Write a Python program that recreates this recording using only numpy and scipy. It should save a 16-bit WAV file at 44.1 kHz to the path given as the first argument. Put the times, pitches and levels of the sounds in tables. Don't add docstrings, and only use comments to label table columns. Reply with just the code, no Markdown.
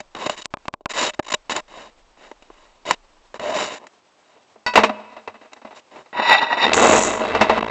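import sys
import numpy as np
from scipy import signal
from scipy.fft import rfft, irfft
from scipy.io import wavfile
from scipy.ndimage import uniform_filter1d

SR = 44100
rng = np.random.default_rng(int(sys.argv[2]) if len(sys.argv) > 2 else 0)


def dump_mix(stems):
    frames = np.atleast_2d(stems).T
    limited = np.clip(frames, -1, 1)
    pcm = np.round(limited * 32767).astype(np.int16)
    wavfile.write(sys.argv[1], SR, pcm)


N = 339570
TIME = np.arange(N) / SR

# (f/Hz, relative level/dB)
CASE_COLOUR = [(30, -34), (100, -14.5), (150, -14.5), (230, -4), (450, -2.5), (900, -2), (1500, -7),
               (2000, -3.5), (2600, -10.5), (3300, -14.5), (5000, -13.5), (7800, -20), (9000, -62.5)]
# (f/Hz, relative level/dB)
FRAME_COLOUR = [(30, -28), (100, -14.5), (160, -34), (230, -1), (380, -6), (700, 2.5), (1100, 0),
                (1500, -5.5), (2800, -8.5), (3300, -15.5), (3900, -13.5), (5000, -20.5), (7500, -26.5),
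                (9000, -47)]
# (f/Hz, width/Hz, lift/dB)
FRAME_RESONANCES = [(217.8, 16, 6.7), (451, 40, 5.9), (632, 34, 8.1), (960, 120, 2.2), (2000, 130, 6.3),
                    (2660, 90, 8), (3815, 95, 8.8), (3864, 34, 2)]
# (t/s, peak level/dB, low-pass corner of the spike f/Hz, rebound relative to the peak/dB, held/s)
PORT_PRESSES = [(.457, -4, 6100, -27, 0.04), (.539, -10.5, 1500, -1.5, 0.033),
                (.571, -23.5, 1200, -10, 0.0044), (.682, -8, 2600, -4, 0.037), (.739, -13, 1800, -5, 0.12),
                (.858, -7.5, 2560, -2.5, 0.028), (1.197, -6, 890, -12.5, .021)]


def undb(db):
    return 10 ** (np.asarray(db) / 20)


def unit(x):
    return x / np.sqrt(np.mean(x ** 2))


def add(track, s, x):
    i = max(0, int(s * SR))
    track[i:i + len(x)] += x[:max(0, N - i)]


def filt(x, hz, kind, order=2):
    return signal.sosfilt(signal.butter(order, hz, kind, fs=SR, output="sos"), x)


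def fade(t60):
    return undb(np.linspace(0, -60, int(t60 * SR) + 2))


def wobble(hz):
    return unit(filt(rng.standard_normal(N), hz, "low"))


def body(x, colour, peaks=(), tilt_db=0, size=4096):
    hz = np.maximum(np.fft.rfftfreq(size, 1 / SR), 1)
    knots, levels = np.transpose(colour)
    envelope_db = np.interp(np.log(hz), np.log(knots), levels)
    db = envelope_db + tilt_db * np.log2(np.maximum(hz, 550))
    for centre, width, lift in peaks:
        db = db + lift / (1 + (2 * (hz - centre) / width) ** 2)
    cepstrum = irfft(np.log(undb(db)))
    cepstrum[1:size // 2] *= 2
    cepstrum[size // 2 + 1:] = 0
    response = irfft(np.exp(rfft(cepstrum)))
    return signal.fftconvolve(x, response / np.linalg.norm(response))[:N]


def ring(modes, split=0.01):
    t = TIME[:SR]
    out = np.zeros(SR)
    for hz, db, t60 in modes:
        partner_hz = hz * (1 + split * rng.standard_normal())
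        pair = np.sin(2 * np.pi * hz * t) + .5 * np.sin(2 * np.pi * partner_hz * t)
        out += undb(db) * np.exp(-np.log(1000) * t / t60) * pair
    return out / np.sqrt(2)


def crack(t60, rise_s=0.0011):
    decay = fade(t60)
    decay = decay * (1 - np.exp(-TIME[:len(decay)] / rise_s))
    return unit(rng.standard_normal(len(decay))) * decay


def friction(strokes, crest, swell_db, bend, colour, peaks, grain_db, catch_db, catch_hz, song):
    bunching_db = grain_db * wobble(2700) + catch_db * wobble(catch_hz)
    slips = unit(rng.standard_normal(N) * undb(bunching_db))
    out = np.zeros(N)
    for start, length, db, tilt in strokes:
        during = (TIME >= start) & (TIME < start + length)
        progress = (TIME[during] - start) / length
        ease = np.interp(progress, [0, np.clip(crest, 0, 1), 1], [1, 0, 1])
        pressure = undb(db - swell_db * ease ** bend)
        add(out, start, body(unit(slips[during]) * pressure, colour, peaks, tilt))
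        add(out, start, song[during] * pressure)
    return out


def churn(x, depth_db, hz):
    out = 0
    for edge in np.geomspace(500, 6000, num=7):
        low = signal.sosfiltfilt(signal.butter(4, edge, fs=SR, output="sos"), x)
        out = out + low * undb(depth_db * wobble(hz))
        x = x - low
    return out + x


def air(air_db=-58, rumble_db=-61):
    # (f/Hz, relative level/dB)
    yard_colour = [(30, -24), (60, -21.5), (90, -12), (150, -11.5), (260, -4.5), (650, -1.5), (1000, -1.5),
                   (1500, -8.5), (3000, -11), (8000, -18.5), (9000, -46)]
    hush = body(rng.standard_normal(N), yard_colour) * undb(air_db + 1.2 * wobble(14))
    resting = np.interp(TIME, [3.5, 3.6], [1, 0])
    rumble = unit(filt(rng.standard_normal(N), [12, 36], "band")) * resting
    return hush + undb(rumble_db) * rumble


def courtyard(x, damp_hz=3500):
    t60_s, wet_db = 1, -28.5
    tail = filt(crack(t60_s), [170, damp_hz], "band", order=1)
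    tail[:SR // 60] = 0
    return undb(wet_db) * signal.fftconvolve(x, tail / np.linalg.norm(tail))[:N]


def rattles(tilt_db=-1.2):
    start, end = 4.95, 6.08
    per_s, level_db, scatter_db, t60_s = 24, -41.5, 3.5, 0.1
    force = np.zeros(N)
    for when, size in rng.random((int(per_s * (end - start)), 2)):
        touch_db = level_db + scatter_db * (2 * size - 1)
        add(force, start + when * (end - start), undb(touch_db) * crack(t60_s))
    return body(force, FRAME_COLOUR, FRAME_RESONANCES, tilt_db)


def frame():
    # (t/s, level/dB, brightness/(dB/octave), t60/s)
    knocks = [(4.355, -46, -7, .15), (4.557, -42, -7, 0.076), (4.666, -19.5, 2.5, 0.13),
              (4.736, -18, 1, 0.088), (4.755, -3.5, 1, 0.14), (4.774, -2, -3, 0.13),
              (4.834, -4.5, 0, 0.098), (4.893, -14, -3, 0.06), (5.164, -31.5, -2, .12),
              (5.275, -21, -2, .062), (5.647, -29, -4.5, 0.093), (6.733, 1, 6.5, 0.031),
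              (7.204, -10, -5, 0.05), (7.348, -9.5, -2.5, .12), (7.41, -3.5, -.7, .12),
              (7.494, -5.5, -3, .12), (7.575, -10.5, -3, 0.067), (7.627, -1, -7, 0.018)]
    # (f/Hz, relative level/dB, t60/s)
    frame_modes = [(93.4, -26.5, 0.66), (213, -11.5, .55), (446, -15, .45), (618, -9, 0.56),
                   (1314, -22, 0.32), (2605, -18, 1), (2900, -30, .4)]
    # (f/Hz, relative level/dB, t60/s)
    spring_modes = [(584, -13, .16), (980, 3.5, 0.81), (1120, -6, 0.19), (1484, 1, 0.26), (1960, 4, 0.16),
                    (2612, 0.5, 0.33), (3790, -12, 0.41), (4570, 4.5, 0.12), (5350, -6, .15)]
    twang_s, twang_db = 4.664, -23
    ring_db, ring_t60_s = -16.5, 0.094
    out, tubes = np.zeros(N), ring(frame_modes)
    add(out, twang_s, undb(twang_db) * ring(spring_modes))
    for s, db, tilt, t60 in knocks:
        add(out, s, undb(db) * body(crack(t60), FRAME_COLOUR, FRAME_RESONANCES, tilt))
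        add(out, s, undb(db + ring_db) * t60 / ring_t60_s * tubes)
    return out


def stutter(count=7):
    start_s, period_s, sliding_share = 1.225, .0186, 0.66
    first_db, growth_db, brighten_db = -44, 5, 0.35
    return [(start_s + k * period_s, sliding_share * period_s, first_db + k * growth_db, k * brighten_db)
            for k in range(count)]


def hand():
    # (t/s, length/s, crest level/dB, brightness/(dB/octave))
    rubs = [(.148, 0.043, -32.5, -3), (.185, 0.09, -28, -1), (.257, .02, -20, -2.3),
            (.275, 0.083, -34, 0.8), (.364, .046, -34.5, 2), (.413, .016, -34, 4), (.44, .02, -44, 4),
            (.887, .042, -29, 2.5), (.936, 0.17, -19, 1), (1.135, 0.016, -35, 0.5),
            (1.495, 0.042, -22.5, 0.5), (1.535, .07, -25, -1), (1.68, 0.22, -39, -1.5),
            (2.17, .14, -44.5, -1.5), (2.4, 0.4, -55, -0.5), (2.853, .095, -24, -1),
            (3.341, 0.038, -36.5, -2.5), (3.394, .236, -26, -2), (3.54, 0.15, -24.5, 1),
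            (3.675, .11, -31, 0), (3.78, .105, -44.5, -5), (4.2, 0.26, -56, -1), (5.745, 0.059, -41, 0.2),
            (5.91, .12, -39.5, -3.5)]
    # (t/s, level/dB, brightness/(dB/octave))
    taps = [(.003, -20, -.5), (.149, -19.5, -3), (.296, -9.5, -1), (.654, -31, -3), (.808, -24, -2),
            (.907, -29, 8), (.914, -42, 18), (.946, -42, 12), (1.192, -13, -5), (1.496, -16, -.5),
            (1.52, -27, 10), (1.563, -12, .5), (2.314, -27, -4.5), (2.423, -35.5, -1.5), (2.501, -32, -8),
            (2.909, -3.5, .5), (3.342, -22, -4), (3.396, -19, -3.5), (3.868, -33, 1), (5.532, -29.5, 1.5)]
    # (f/Hz, width/Hz, lift/dB)
    case_resonances = [(609, 58, 8.5), (1033, 155, 7.5), (2655, 120, 6), (2930, 270, 10), (3808, 276, 12.5),
                       (7050, 360, 11)]
    # (t/s, level relative to the stroke/dB)
    groan_levels = [(3.33, -25), (3.4, -2.5), (3.55, 2.5), (3.62, -32)]
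    groan_db = np.interp(TIME, *np.transpose(groan_levels))
    groan = unit(filt(rng.standard_normal(N), [570, 680], "band")) * undb(groan_db)
    rubbing = friction(rubs + stutter(), 0.53, 11, 1.62, CASE_COLOUR, case_resonances,
                       grain_db=2.5, catch_db=1.34, catch_hz=100, song=groan)
    out = churn(rubbing, depth_db=1.4, hz=24)
    for s, db, tilt in taps:
        contact = crack(0.025, rise_s=0.00039)
        add(out, s, undb(db) * body(contact, CASE_COLOUR, case_resonances, tilt))
    return out


def port_pops(leak_hz=260, rebound_s=0.00202, thud_db=-33, thud_hz=900, thud_t60=.1):
    out = np.zeros(N)
    for s, db, hz, rebound_db, _ in PORT_PRESSES:
        spike = filt(filt(signal.unit_impulse(SR // 20), hz, "low"), leak_hz, "high", order=1)
        membrane_modes = [(1020, 1.0, 0.014), (598, -11.0, 0.022), (2460, -12, 0.012)]
        rebound = ring(membrane_modes, split=0.28)
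        thud = filt(body(crack(thud_t60), CASE_COLOUR), thud_hz, "low", order=4)
        add(out, s, undb(db) * spike / spike.max())
        add(out, s + rebound_s, -undb(db + rebound_db) * rebound)
        add(out, s, undb(db + rebound_db + thud_db) * thud)
    return out


def starter(waver=0.02498, flicker_db=1.5):
    # (t/s, length/s, crest level before a 3 dB cut/dB)
    rasps = [(6.129, .125, -15), (6.218, .18, -5), (6.378, .095, -11.5), (6.46, .125, -13.5),
             (6.57, .135, -5.5)]
    # (f/Hz, relative level/dB)
    starter_colour = [(30, -38), (140, -22), (230, -7.5), (380, -9), (800, -2), (1500, -6.5), (2900, -11.5),
                      (3280, -27.5), (3700, -7.5), (4300, -29), (5600, -22), (6300, -44), (7000, -25),
                      (9000, -79)]
    # (f/Hz, width/Hz, lift/dB)
    starter_resonances = [(627, 19, 10.5), (942, 155, 8.2), (1940, 84, 17.1), (2642, 110, 12),
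                          (3720, 150, 8.1), (4016, 140, 13.6), (4600, 160, 15)]
    # (t/s, f/Hz)
    squeal_pitch = [(6.3, 969), (6.36, 742.5), (6.41, 934), (6.62, 967), (6.67, 885)]
    harmonics_db = [-3, -14.5, -16, -21]
    hz = np.interp(TIME, *np.transpose(squeal_pitch)) * (1 + waver * wobble(110.3))
    phase = 2 * np.pi * np.cumsum(hz) / SR
    squeal = np.zeros(N)
    for k, db in enumerate(harmonics_db, 1):
        squeal += undb(db + flicker_db * wobble(30)) * np.sin(k * phase)
    # 3 dB/octave at 0 dB, and 0.34 dB/octave less per dB below
    turns = [(s, length, db, 3 + 0.34 * db) for s, length, db in rasps]
    rasp = friction(turns, 0.58, 17.5, 0.85, starter_colour, starter_resonances,
                    grain_db=2.0, catch_db=1.5, catch_hz=112, song=squeal)
    return churn(rasp, depth_db=2.5, hz=25.2) / np.sqrt(2)


def port_ticks(contact, per_s=700, scatter_db=0.5):
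    start_s, hold_s, level_db, fall_db_per_s = 6.735, 0.3, -24, 122
    # (f/Hz, relative level/dB)
    membrane = [(1000, -7.0), (5000, -3.5), (7100, 12.0), (8000, 4.5), (9000, -57)]
    hardness = np.sqrt(contact / uniform_filter1d(contact, SR // 25))
    snaps = (rng.random(N) < per_s / SR) * undb(scatter_db * rng.standard_normal(N)) * hardness
    db = level_db - fall_db_per_s * np.maximum(TIME - start_s - hold_s, 0)
    return unit(body(snaps, membrane)) * undb(db) * (TIME > start_s)


def engine(outside, chatter_db=6.0, chatter_hz=300, thump_db=-19, hum_db=-25.5, second_db=-44):
    # (t/s, firing rate f/Hz)
    speed = [(6.62, 60), (6.71, 81), (6.76, 86), (6.83, 96), (6.96, 80), (7.05, 57), (7.19, 48), (7.5, 47),
             (7.61, 55), (7.7, 56)]
    # (t/s, length/s, half the depth/dB)
    chop_spells = [(6.655, .115, 6.5), (7.12, .09, 3), (7.592, .15, 13)]
    # (f/Hz, relative level/dB)
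    mount_colour = [(30, -34.5), (90, -13.5), (160, -14), (230, -2), (400, -2), (650, -0.5), (1100, -2),
                    (1600, -10), (2800, -14.5), (3300, -18), (3900, -19), (4800, -27.5), (7800, -40),
                    (9000, -67)]
    idle_hz, idle_db, rev_db_per_octave = 48.3, -22.5, 12
    catch_s, treble_db = 0.049, 0.2
    hz = np.interp(TIME, *np.transpose(speed))
    db = idle_db + rev_db_per_octave * np.log2(hz / idle_hz)
    running = np.clip((TIME - speed[0][0]) / catch_s, 0, 1)
    turn = 2 * np.pi * (np.cumsum(hz) - hz.sum()) / SR

    half_depth_db = np.zeros(N)
    for s, length, depth in chop_spells:
        half_depth_db += depth * ((TIME > s) & (TIME < s + length))
    half_depth_db = uniform_filter1d(half_depth_db, SR // 50)
    chop = undb(half_depth_db * (np.tanh(2 * np.cos(turn)) - 1))

    bounce = undb(chatter_db * np.tanh(wobble(chatter_hz)))
    force = chop * unit(bounce * rng.standard_normal(N))
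    cycle = np.floor(turn / (2 * np.pi))
    firings = unit(np.diff(cycle, prepend=cycle[0]))
    shaking = (force + undb(thump_db) * firings) * undb(db) * running
    clatter = body(shaking, mount_colour, FRAME_RESONANCES)
    dull = filt(clatter, 1900, "low", order=1)
    clatter = dull + (clatter - dull) * undb(treble_db)

    hum = undb(db + hum_db) * np.sin(turn) + undb(second_db) * np.sin(2 * turn)
    hum = running * hum * undb(2.3 * wobble(8))
    return chop * outside + clatter + port_ticks(chop * bounce) + hum


def scene(sealed_db=-24, muffled_hz=700, muffled_db=-9):
    seal_lag_s = 0.0081
    scooter = frame() + starter() + rattles()
    port = np.ones(N)
    for s, *_, held in PORT_PRESSES:
        shut = s + seal_lag_s
        port[(TIME > shut) & (TIME < shut + held)] = undb(sealed_db)
    port = uniform_filter1d(port, SR // 600)
    outside = engine(scooter + courtyard(scooter)) + air() + hand()
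    muffled = undb(muffled_db) * filt(outside, muffled_hz, "low")
    return (outside * port + muffled * (1 - port) + port_pops())[None]


def record(dry):
    mic_hz, top_hz = 8150, 16000
    narrow = signal.sosfilt(signal.ellip(10, .2, 70, mic_hz, fs=SR, output="sos"), dry)
    clipped = np.clip(narrow, -1, 1)
    return signal.sosfilt(signal.ellip(8, .2, 70, top_hz, fs=SR, output="sos"), clipped)


dry = scene()
out = record(dry)
dump_mix(out)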